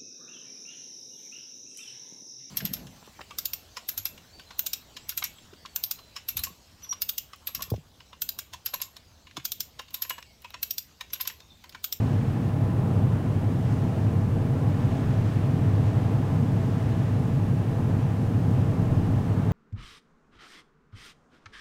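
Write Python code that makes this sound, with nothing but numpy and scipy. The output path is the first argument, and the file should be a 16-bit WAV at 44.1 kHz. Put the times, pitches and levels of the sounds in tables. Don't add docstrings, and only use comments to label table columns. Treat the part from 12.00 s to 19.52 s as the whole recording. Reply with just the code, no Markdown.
import sys
import numpy as np
from scipy import signal
from scipy.fft import rfft, irfft, next_fast_len
from scipy.io import wavfile
from scipy.ndimage import uniform_filter1d, map_coordinates

SR = 44100
rng = np.random.default_rng(int(sys.argv[2]) if len(sys.argv) > 2 else 0)


def magnitude_from_level(level_db):
    exponent = np.asarray(level_db, float) / 20
    return 10 ** exponent


def transcribe(u):
    v = np.clip(np.atleast_2d(u).T, -1, 1)
    q = np.round(v * 32767).astype(np.int16)
    wavfile.write(sys.argv[1], SR, q)


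N = 331632

# frequency in Hz, relative density in dB per Hz.
HISS_SPECTRUM = [(2000, -4), (5000, -2), (9000, 1.5), (12000, -1), (16000, -2.5)]
# frequency in Hz, level in dB rms before it wavers.
AUXILIARY_HUMS = [(33.29, -53), (89.59, -41), (179.18, -43), (254.73, -51), (328.51, -52), (382.83, -57),
                  (462.75, -51), (657, -59), (13936, -90)]
# frequency in Hz, relative density in dB per Hz.
BUFFET_SPECTRUM = [(6, -14), (14, -6), (22, 0), (38, 0), (50, -7), (70, -22), (120, -62)]
# time in seconds, level in dB rms.
WIND_LEVEL = [(0, -54), (1.2, -56), (1.45, -48), (1.8, -51), (3.2, -46), (4.6, -50), (5.7, -46), (6.7, -47),
              (6.92, -39), (7.2, -41), (7.52, -52)]
# time in seconds, wash in dB rms, spray in dB rms, both before splashes.
BOW_WAVE_LEVELS = [(0, -49.5, -59.5), (0.7, -52, -65), (1.45, -51.5, -63), (1.8, -51, -61.5),
                   (2.45, -52, -63.5), (2.9, -49, -60), (3.6, -49.5, -61.5), (4.05, -49.5, -61),
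                   (4.45, -51, -61), (4.95, -49, -60), (5.4, -51.5, -62.5), (7.1, -51, -61.5),
                   (7.52, -50.5, -63)]
# frequency in Hz, relative density in dB per Hz.
WASH_SPECTRUM = [(500, -33), (1000, -8), (1700, 2), (2100, -3), (2800, -4.5), (4000, -12.5), (6000, -28),
                 (9000, -48)]
# frequency in Hz, relative density in dB per Hz.
SPRAY_SPECTRUM = [(2000, -32), (3500, 0.5), (5000, 4), (6500, 2.5), (8500, -3.5), (11000, -26),
                  (15000, -30)]
# time of the peak in seconds, lift of the spray over the bow wave in dB.
SPLASHES = [(0.92, 2.5), (1.7, 3.5), (2.95, 1.5), (3.29, 2), (3.87, 2.5), (4.62, 1.5)]
# start in seconds, starting amplitude in dB.
DROPLETS = [(6.5111, -45)]
# start in seconds, gain on the hull's ring in dB.
THUMPS = [(6.895, -19)]
# frequency in Hz, relative level in dB, time to fall by 60 dB in seconds.
HULL_MODES = [(30, -10, .8), (91, -1, 0.37), (124.3, -0.5, 0.59)]
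# time in seconds, four-stroke cycles per second in Hz.
ENGINE_SPEED = [(0, 5.884), (1, 5.863), (2, 5.835), (3.05, 5.792), (3.55, 5.782), (4, 5.797), (4.5, 5.83),
                (5.1, 5.854), (5.5, 5.852), (6.1, 5.834), (7.52, 5.818)]
# time in seconds, gain on the tones in dB.
ENGINE_LOAD = [(0, -0.5), (3.2, -0.4), (3.75, 2), (4.4, 0), (6.5, 0.3), (7.52, -1)]
# multiple, level in dB rms before load and wavering.
CYCLE_ORDERS = [(6, -52.7), (7, -53.1), (11, -53.7), (12, -44.2), (13, -54.1), (14, -43.4), (17, -31.1),
                (18, -32.0), (19, -34.1), (20, -43.0), (21, -38.5), (22, -35.1), (23, -34.3), (24, -39.8),
                (25, -40.9), (27, -45.7), (28, -44.8), (29, -37.4), (34, -50.5), (38, -42.6), (39, -47.8),
                (42, -48.4), (44, -48.9), (46, -46.9), (47, -54.3), (51, -46.4), (52, -55.1), (55, -53.6),
                (57, -54.6), (60, -58.4), (61, -55.1), (66, -58.3), (72, -56.2)]
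# frequency in Hz, relative density in dB per Hz.
ROAR_SPECTRUM = [(20, -58), (52, -28), (66, -16.5), (100, 0), (140, -3), (200, -8), (270, -11),
                 (340, -19.5), (400, -20), (500, -21.5), (550, -24.5), (850, -24.5), (940, -28.5),
                 (1300, -32), (2500, -58), (5000, -69)]
# frequency in Hz, width in Hz, boost in dB.
PLATE_RESONANCES = [(250, 30, 3), (355, 15, 3), (440, 40, 5), (505, 35, 3), (600, 28, 5.5), (658, 34, 6),
                    (780, 40, 2), (825, 30, 4), (1012, 28, 6), (1075, 40, 2), (1160, 60, 2)]


def unit(x):
    return x / np.sqrt(np.mean(x ** 2) + 1e-20)


def curves(rows):
    seconds, *columns = np.transpose(rows)
    return [np.interp(np.arange(N) / SR, seconds, column) for column in columns]


def wobble(rate):
    knots = rng.standard_normal(int(N * rate / SR) + 4)
    return map_coordinates(knots, [np.arange(N) * rate / SR])


def coloured(x, spectrum, peaks=()):
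    size = next_fast_len(N + 8192)
    hz = np.fft.rfftfreq(size, 1 / SR)
    points_hz, points_db = np.transpose(spectrum)
    gain_db = np.interp(np.log(hz + 1), np.log(points_hz + 1), points_db, left=-120, right=-120)
    for centre_hz, width_hz, boost_db in peaks:
        gain_db += boost_db / (1 + (2 * (hz - centre_hz) / width_hz) ** 2)
    return unit(irfft(rfft(x, size) * magnitude_from_level(gain_db), size)[:N])


def patchy(depth_db):
    bins = signal.stft(rng.standard_normal(N + 512), nperseg=512)[2]
    patches = uniform_filter1d(rng.standard_normal(bins.shape), size=8, axis=0)
    patches = uniform_filter1d(patches, size=12, axis=1)
    return signal.istft(bins * magnitude_from_level(depth_db * unit(patches)), nperseg=512)[1][:N]


def far_hiss():
    return magnitude_from_level(-62) * coloured(rng.standard_normal(N), HISS_SPECTRUM)


def auxiliaries():
    t = np.arange(N) / SR
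    hums = np.zeros(N)
    for hz, db in AUXILIARY_HUMS:
        level = np.sqrt(2) * magnitude_from_level(db + 2.76 * wobble(1.55))
        hums += level * np.sin(2 * np.pi * (hz * t + rng.random()))
    return hums


def wind():
    lumps = magnitude_from_level(1.2 * wobble(8.4)) * coloured(rng.standard_normal(N), BUFFET_SPECTRUM)
    return magnitude_from_level(curves(WIND_LEVEL)[0]) * unit(lumps)


def droplets():
    taps = np.zeros(N)
    t = np.arange(400) / SR
    for start, db in DROPLETS:
        phase = 2 * np.pi * 6800 * t + 1.2 * rng.standard_normal(len(t))
        taps[round(start * SR):][:len(t)] += magnitude_from_level(db - 60 * t / .012) * np.sin(phase)
    return taps


def splash_lift():
    rise_s, fall_s = 0.048, 0.055
    t = np.arange(N) / SR
    lift_db = np.zeros(N)
    for peak, db in SPLASHES:
        spread_s = np.where(t < peak, rise_s, fall_s)
        lift_db += db * np.exp(-((t - peak) / spread_s) ** 2)
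    return lift_db


def spray_fizz():
    happens = rng.random(N) < .05
    bursts = happens * magnitude_from_level(1.5 * rng.exponential(size=N)) * rng.standard_normal(N)
    bed = coloured(patchy(depth_db=0.5), SPRAY_SPECTRUM)
    return unit(bed + .45 * coloured(bursts, SPRAY_SPECTRUM))


def bow_wave():
    wash_db, spray_db = curves(BOW_WAVE_LEVELS)
    lift_db = splash_lift()
    wash_share = 0.3
    wash = magnitude_from_level(wash_db + wash_share * lift_db) * coloured(patchy(depth_db=0.48), WASH_SPECTRUM)
    return wash + magnitude_from_level(spray_db + lift_db) * spray_fizz()


def hull_thump():
    out = np.zeros(N + SR)
    t = np.arange(SR) / SR
    ring = sum(magnitude_from_level(db - 60 * t / t60) * np.sin(2 * np.pi * hz * t) for hz, db, t60 in HULL_MODES)
    soft_onset = 1 - np.exp(-t / .012)
    for start, db in THUMPS:
        out[round(start * SR):][:SR] += magnitude_from_level(db) * soft_onset * ring
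    return out[:N]


def engine_tones():
    cycle_phase = 2 * np.pi * np.cumsum(curves(ENGINE_SPEED)[0]) / SR
    stagger = .467
    tones = np.zeros(N)
    for order, db in CYCLE_ORDERS:
        path_shift = .3 * wobble(1.5)
        phase = order * cycle_phase + np.pi * stagger * order ** 2 + path_shift
        tones += np.sqrt(2) * magnitude_from_level(db + 0.64 * wobble(0.85)) * np.sin(phase)
    return tones


def engine_roar():
    level = magnitude_from_level(-27.5 + 0.87 * wobble(3.23))
    return level * coloured(patchy(depth_db=0.4), ROAR_SPECTRUM, PLATE_RESONANCES)


def main_engine():
    load_db = curves(ENGINE_LOAD)[0]
    return magnitude_from_level(load_db) * engine_tones() + magnitude_from_level(0.16 * load_db) * engine_roar()


def scene():
    background = far_hiss() + auxiliaries() + wind()
    water = droplets() + bow_wave() + hull_thump()
    return (background + water + main_engine())[None]


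def roll_off(x):
    return signal.sosfilt(signal.butter(12, 15710, fs=SR, output="sos"), x)


def record(dry):
    return roll_off(dry)


dry = scene()
out = record(dry)
transcribe(out)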